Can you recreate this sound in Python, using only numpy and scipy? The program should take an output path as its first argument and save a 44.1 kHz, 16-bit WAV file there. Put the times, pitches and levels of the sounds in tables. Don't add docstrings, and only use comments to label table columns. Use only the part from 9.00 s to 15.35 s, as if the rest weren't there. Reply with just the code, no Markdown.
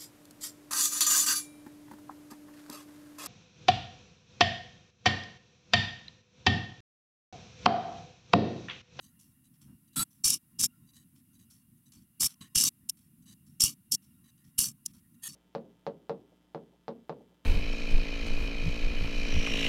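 import sys
import numpy as np
from scipy import signal
from scipy.fft import rfft, irfft, next_fast_len
from scipy.io import wavfile
from scipy.ndimage import uniform_filter1d

SR = 44100
rng = np.random.default_rng(int(sys.argv[2]) if len(sys.argv) > 2 else 0)


def wrap_up_sound(samples):
    columns = np.atleast_2d(samples).T
    tamed = np.clip(columns, -1, 1)
    steps = np.round(tamed * 32767).astype(np.int16)
    wavfile.write(sys.argv[1], SR, steps)


def volts(x):
    e = np.asarray(x, float) / 20
    return 10 ** e


N = 280031
STROKE = 8192
FAINT_FULL_DB = -67

# frequency in Hz, width in Hz, level in dB.
PEN_MODES = [(1150, 250, -25), (1750, 300, -27), (2350, 250, -22), (2870, 280, -10), (3300, 250, -21),
             (3770, 180, -14), (4500, 170, -6), (5100, 170, -6), (5440, 200, 0), (5700, 140, -4),
             (6050, 200, -3), (6750, 170, -8), (7570, 400, -9), (8870, 500, -7), (9800, 900, -9),
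             (11300, 1100, -11), (13100, 900, -14)]
# frequency in Hz, level in dB per Hz.
PEN_COLOUR = [(300, -50), (500, -36), (1000, -30), (2250, -24), (3990, -16), (5430, -3), (6440, -4),
              (9500, -4), (13400, -10), (14200, -17), (16000, -19)]
# frequency in Hz, width in Hz, level in dB.
NUDGE_MODES = [(1090, 90, -11), (1850, 170, -5), (3000, 300, -10), (3910, 150, 0), (4690, 200, -6),
               (6080, 250, -4), (6630, 200, -7), (8060, 200, -3)]
# frequency in Hz, level in dB per Hz.
TABLE_COLOUR = [(300, -55.5), (500, -33), (1000, -11.5), (2200, -14.5), (4000, -11), (5800, -14),
                (8000, -6.5), (11500, -0.5), (14000, -12), (16000, -19)]


def level(x, db):
    return x * volts(db) / np.sqrt(np.mean(x ** 2))


def shaped(x, gain):
    size = next_fast_len(len(x))
    hz = np.arange(size // 2 + 1) * SR / size + 1e-3
    return irfft(rfft(x, size) * gain(hz), size)[:len(x)]


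def colour(x, points):
    hz, db = np.transpose(points)
    return shaped(x, lambda f: volts(np.interp(np.log(f), np.log(hz), db)))


def band(x, lo_hz, hi_hz):
    return level(shaped(x, lambda f: 1 / np.sqrt((1 + (lo_hz / f) ** 12) * (1 + (f / hi_hz) ** 12))), 0)


def walk(rate_hz, count=N):
    hold = int(SR / rate_hz)
    steps = np.repeat(rng.standard_normal(count // hold + 1), hold)
    return 1.6 * uniform_filter1d(uniform_filter1d(steps, hold), hold)[:count]


def ring(x, modes, widen, wander_db):
    out = 0
    for k, (hz, width_hz, db) in enumerate(modes):
        b, a = signal.iirpeak(hz, hz / (widen * width_hz), fs=SR)
        swell = volts(db + wander_db * walk(30, count=len(x)))
        mode = signal.lfilter(b, a, signal.lfilter(b, a, x))
        out = out + (-1) ** k * swell * mode
    return out


def teeth(strokes, rate_hz, scatter_db, contact_s, hiss_db):
    chance, force = rng.random((len(strokes) * STROKE, 2)).T
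    meets = (chance < rate_hz / SR) * volts(scatter_db * (2 * force - 1))
    scrape = signal.lfilter([1], [1, -np.exp(-1 / (contact_s * SR))], meets)
    return rng.standard_normal(len(meets)) * (level(scrape, 0) + volts(hiss_db))


def case(x, modes, plain, widen, plain_db, wander_db):
    return level(ring(x, modes, widen, wander_db), 0) + level(colour(x, plain), plain_db)


def shape(times_s, dbs, mix_db=(), linger=(), full_db=0):
    dbs = np.array(dbs, float)
    relative_db = np.add(mix_db, np.outer(full_db - dbs, linger))
    return np.column_stack([np.cumsum(times_s), dbs, relative_db])


def gains(stroke, gate_s):
    s, main_db, *rel_db = np.transpose(stroke)
    t = s[0] + np.arange(STROKE) / SR
    gate = np.clip(np.minimum(t - s[0], s[-1] - t) / gate_s, 0, 1)
    bands_db = [np.interp(t, s, main_db + r) for r in [0 * s] + rel_db]
    return int(s[0] * SR), gate * volts(bands_db)


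def servo(sound, strokes, gate_s=0.0085):
    low_hz, mid_hz, high_hz = 380, 3500, 7200
    ringing, chatter = band(sound, mid_hz, high_hz), band(sound, high_hz, SR)
    frame = band(sound, low_hz, mid_hz)
    shake = band(rng.standard_normal(len(sound)), 100, 268.6)
    layers = np.array([ringing, chatter, frame, shake])
    out = np.zeros(N + STROKE)
    for k, stroke in enumerate(strokes):
        i, gain = gains(stroke, gate_s)
        out[i:i + STROKE] += np.sum(gain * layers[:len(gain), k * STROKE:(k + 1) * STROKE], axis=0)
    return out[:N]


def pen_strokes():
    # start in seconds, drive in seconds, case ring in dB at first and at the end of the drive,
    # extra chatter in dB.
    jabs = [
        (1.236, .094, -30, -33, 1.5),
        (3.547, .132, -27.5, -28.5, -1.5),
        (4.597, .066, -29, -31.5, -1),
        (5.577, .087, -33, -42, 5),
        (6.279, .014, -51, -56, -2),
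    ]
    # start in seconds, drive in seconds, case ring in dB,
    # extra chatter in dB, extra frame in dB.
    stops = [
        (1.586, .067, -32.5, 0.5, -2.5),
        (3.196, .064, -35.5, 7.5, 5),
        (3.888, .001, -32, 1.5, -12),
        (4.912, .031, -31.5, 1, -10),
        (5.853, .001, -39, 3.5, -9),
    ]
    spin_up_s, spin_up_db, gate_open_s, gate_shuts_db = .009, 10, .15, -71
    sag_db_per_s, brake_s, brake_db = 8, .011, 24
    mix_db = (0, -14.5, -18.5)
    linger = (.1, .26, .68)
    full_db = -27.5
    out = []
    for s, drive_s, db, end_db, chatter_db in jabs:
        times_s = s, spin_up_s, drive_s, gate_open_s - spin_up_s - drive_s
        dbs = db - spin_up_db, db, end_db, gate_shuts_db
        out.append(shape(times_s, dbs, np.add(mix_db, (chatter_db, 0, 0)), linger, full_db))
    for s, drive_s, db, chatter_db, frame_db in stops:
        end_db = db - sag_db_per_s * drive_s
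        table_db = 8 * np.log10(drive_s / .04)
        times_s = s, spin_up_s, drive_s, brake_s
        dbs = db - spin_up_db, db, end_db, end_db - brake_db
        out.append(shape(times_s, dbs, np.add(mix_db, (chatter_db, frame_db, table_db)), linger, full_db))
    return out


def pen_servo():
    strokes = pen_strokes()
    clicks = teeth(strokes, 600, 4, .0003, 1)
    return servo(case(clicks, PEN_MODES, PEN_COLOUR, 1.0, -2.5, wander_db=3), strokes)


def knocks():
    # time in seconds, peak in dB, dull thud in dB relative.
    knock_table = [(1.2541, -14, -26.2), (1.2813, -15.5, -24), (1.305, -13, -33), (1.6008, -24, -28),
                   (1.6137, -16.5, -29), (1.6316, -15.5, -31), (1.6383, -16, -24), (1.6432, -12, -33),
                   (3.2111, -20, -25), (3.2212, -17, -26), (3.232, -22, -10), (3.245, -15, -24),
                   (3.2588, -18.5, -34), (3.5588, -13, -18), (3.5846, -15, -24), (3.612, -14.5, -21),
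                   (3.6386, -15, -25), (3.897, -25, -57), (4.6095, -14, -34), (4.6198, -10.5, -27),
                   (4.6388, -7, -28), (4.651, -19, -29.5), (4.6616, -18.5, -28), (4.9222, -14, -42),
                   (4.951, -21, -33), (5.5908, -9, -28), (5.6044, -19, -20), (5.613, -16.5, -31.5),
                   (5.6427, -18, -27), (5.8616, -22, -40)]
    force, thud, t = np.zeros(N), np.zeros(N), np.arange(-130, 130) / SR
    bump = np.exp(-(t / np.where(t < 0, .0010, .0004)) ** 2)
    for s, db, thud_db in knock_table:
        i = int(s * SR) - len(t) // 2
        force[i:i + len(t)] += volts(db) * bump
        thud[i:i + len(t)] += volts(db + thud_db) * bump
    noise = rng.standard_normal(N)
    rattle = force * volts(-4) * band(colour(noise, PEN_COLOUR), 3800, 15500)
    ringing = volts(6.5) * ring(force * noise, PEN_MODES[5:], 1.3, wander_db=3.5)
    return rattle + ringing + volts(-3.5) * thud * band(noise, 920, 2200)


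def thumps():
    # time in seconds, signed peak pressure (full scale 1), width in seconds.
    thump_table = [
        (3.567, 0.024, 0.0015),
        (4.641, 0.051, 0.0012),
        (5.593, 0.029, 0.0011),
        (1.256, 0.011, 0.0025),
        (1.638, -0.0084, .002),
        (1.001, -.015, 0.0015),
        (3.243, -0.011, 0.0019),
    ]
    out, t = np.zeros(N), np.arange(-400, 400) / SR
    for s, peak, width_s in thump_table:
        i = int(s * SR) - len(t) // 2
        out[i:i + len(t)] += peak * np.exp(-.5 * (t / width_s) ** 2)
    return out


def table_stroke(times_s, dbs, mix_db):
    return [shape(times_s, dbs, mix_db, (0.11, .05, .05), max(dbs))]


def table_shift():
    # Start, rise, drive, coast in seconds; case ring in dB at these moments; chatter, frame, table in dB.
    move = (0.957, .011, .061, .013), (-45, -40.6, -38.6, -56), (7.1, 1, 0.5)
    # frequency in Hz, width in Hz, level in dB.
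    shift_modes = [(900, 60, -15), (1344, 24, 8.5), (3400, 90, -9), (3970, 70, -3), (4580, 50, -2),
                   (5420, 60, -9), (6680, 110, -7), (7910, 120, 0), (8340, 60, -3), (9630, 100, -2),
                   (10900, 120, -4), (11500, 250, -4), (13600, 200, -10)]
    strokes = table_stroke(*move)
    clicks = teeth(strokes, 1200, 3, .0003, 0)
    return servo(case(clicks, shift_modes, TABLE_COLOUR, 1.6, -2, wander_db=2), strokes)


def table_slide():
    # Start, rise, drive, coast in seconds; case ring in dB at these moments; chatter, frame, table in dB.
    move = (6.216, .021, .041, .01), (-80, -50.5, -47.5, -54), (6, -5, -20)
    # frequency in Hz, width in Hz, level in dB.
    slide_modes = [(1808, 54, -10.5), (2545, 30, -14.5), (2970, 50, -18), (3340, 42, -11.5),
                   (4590, 150, -18), (6510, 39, -2), (7550, 38, -6), (9080, 53, -4), (10000, 66, -10),
                   (11600, 91, -19)]
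    strokes = table_stroke(*move)
    clicks = teeth(strokes, 900, 4, .0003, -3)
    return servo(case(clicks, slide_modes, TABLE_COLOUR, 2.2, 2, wander_db=2), strokes)


def table_settle():
    # Start, rise, drive, coast in seconds; case ring in dB at these moments; chatter, frame, table in dB.
    move = (3.405, 0.0083, .064, .012), (-63, -57, -74, -83), (-2, 3, 6)
    strokes = table_stroke(*move)
    clicks = teeth(strokes, 900, 3, .0004, 0)
    return servo(case(clicks, NUDGE_MODES, TABLE_COLOUR, 1.2, 3, wander_db=2), strokes)


def table_nudges():
    # start in seconds, rise in seconds, fall in seconds, case ring in dB at the top, extra frame in dB.
    nudge_table = [(0.0, .044, .076, -65, -0.5), (0.44, .014, .026, -73.5, -1), (0.875, .01, .01, -78, 0),
                   (0.93, 0.0047, 0.019, -70, 4), (1.865, 0.043, .004, -71, -3),
                   (1.933, .034, .075, -60, -1), (2.33, 0.016, 0.032, -74, 1), (2.39, .002, .058, -68, 3),
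                   (2.77, .004, .016, -82, -8), (2.855, 0.016, 0.023, -70, -4), (4.22, .01, .015, -76, -2),
                   (4.256, 0.032, .03, -59.5, 3.5), (4.3, .028, .014, -61.5, 1), (5.239, .02, .04, -76, 10),
                   (5.275, .02, .014, -74, 5), (5.375, .002, .053, -80, 6.5), (6.14, .006, .01, -81, 0)]
    rise_db_per_s, fall_db_per_s = 332, 292
    strokes = []
    for s, rise_s, fall_s, db, frame_db in nudge_table:
        dbs = db - rise_db_per_s * rise_s, db, db - fall_db_per_s * fall_s
        mix_db = np.add((-2, -9.5), (0, frame_db))
        strokes.append(shape((s, rise_s, fall_s), dbs, mix_db, (0.42, 0.34), FAINT_FULL_DB))
    clicks = teeth(strokes, 700, 3, .0005, -2)
    return servo(case(clicks, NUDGE_MODES, TABLE_COLOUR, 1.0, 1, wander_db=2.5), strokes, gate_s=0.0028)


def pen_twitches():
    # start in seconds, length in seconds, case ring in dB, extra chatter in dB, extra frame in dB.
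    twitch_table = [(0.19, 0.14, -68, 4, -4), (0.535, .035, -80, -6, 3), (0.61, 0.16, -71.5, 3, 4),
                    (1.105, 0.11, -72.5, 3.5, -3), (2.154, .065, -73.5, -2, 2.5),
                    (2.499, .13, -65.5, 1, -5), (2.919, .13, -63, -1, 1), (3.27, .076, -57, 2, 5),
                    (3.969, 0.12, -72, 2.5, 1), (4.462, .098, -72.5, 1, -2), (5.02, .13, -74.5, 0, 0),
                    (5.441, 0.072, -73, -5, 0.5), (5.875, .045, -73, 1, 5), (5.934, 0.067, -68.5, 1, 3)]
    rise_s, rise_db, fall_db_per_s = 0.0069, 5, 171
    strokes = []
    for s, length_s, db, *extra_db in twitch_table:
        dbs = db - rise_db, db, db - fall_db_per_s * length_s
        mix_db = np.add((0, -10.5), extra_db)
        strokes.append(shape((s, rise_s, length_s - rise_s), dbs, mix_db, (.1, .35), FAINT_FULL_DB))
    clicks = teeth(strokes, 800, 3, .0005, 0)
    return servo(case(clicks, PEN_MODES, TABLE_COLOUR, 1.3, 4, wander_db=2.5), strokes, gate_s=0.0018)


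def scuffs():
    # start in seconds, length in seconds, level in dB.
    scuff_table = [
        (0.669, 0.098, -75),
        (5.93, .055, -80),
    ]
    rise_s, rise_db, fall_db = .016, 8, 13
    out, rub = np.zeros(N + STROKE), band(rng.standard_normal(N + STROKE), 340, 1700)
    for s, length_s, db in scuff_table:
        scuff = shape((s, rise_s, length_s - rise_s), (db - rise_db, db, db - fall_db))
        i, gain = gains(scuff, gate_s=0.0081)
        out[i:i + STROKE] += gain[0] * rub[i:i + STROKE]
    return out[:N]


def room_tone():
    # frequency in Hz, level in dB per Hz.
    quiet_colour = [(18, -40), (30, -19), (140, 0.5), (250, -1.5), (340, -16), (440, -40.5), (700, -39.5),
                    (1000, -37.5), (2800, -38), (4500, -41.5), (7090, -39.5), (10300, -24.5), (16000, -31)]
    # time in seconds, rumble in dB.
    rumble_path = [(0.0, -64.5), (0.56, -65), (0.72, -59.5), (0.85, -68.5), (0.97, -63), (1.34, -66),
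                   (1.75, -63), (2.32, -64), (2.53, -65.5), (2.92, -61.5), (3.08, -64.5), (3.8, -65.5),
                   (4.4, -59.5), (4.69, -67), (5.06, -62), (5.8, -64), (5.92, -58), (6.35, -67)]
    # frequency in Hz, width in Hz, level in dB.
    idle_modes = [(1050, 43, -7.5), (1390, 59, -7.5), (1870, 150, -11), (2800, 74, -3), (3780, 27, -9.5),
                  (5050, 60, -15)]
    # time in seconds, holding effort in dB.
    idle_path = [(0.0, -87.5), (1.06, -90), (1.84, -83.5), (2.03, -92.5), (2.3, -92), (2.58, -89.5),
                 (2.69, -92.5), (3.29, -89.5), (3.43, -84), (3.48, -82), (3.66, -90), (4.01, -93),
                 (5.39, -87), (6.19, -88), (6.35, -81)]
    t = np.arange(N) / SR
    noise = colour(rng.standard_normal(N), quiet_colour)
    rumble = shaped(noise, lambda f: 1 / np.sqrt(1 + (f / 420) ** 12))
    hiss = (noise - rumble) / np.std(noise) * volts(-60.5 + .3 * walk(8.6))
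    rumble_db = np.interp(t, *np.transpose(rumble_path)) + 2.2 * walk(22)
    idle = ring(rng.standard_normal(N), idle_modes, 1.9, wander_db=3.5)
    idle_db = np.interp(t, *np.transpose(idle_path))
    return level(rumble, 0) * volts(rumble_db) + hiss + level(idle, 4.3) * volts(idle_db)


def scene():
    pen = pen_servo() + knocks() + thumps() + pen_twitches()
    table = table_shift() + table_slide() + table_settle() + table_nudges()
    return (pen + table + scuffs() + room_tone())[None]


def roll_off(x):
    return signal.sosfilt(signal.butter(12, 16990, fs=SR, output="sos"), x)


def record(dry):
    soft = .42 * np.tanh(dry / .42)
    top_cut = signal.ellip(8, .2, 45, 15850, fs=SR, output="sos")
    return roll_off(signal.sosfilt(top_cut, soft))


dry = scene()
out = record(dry)
wrap_up_sound(out)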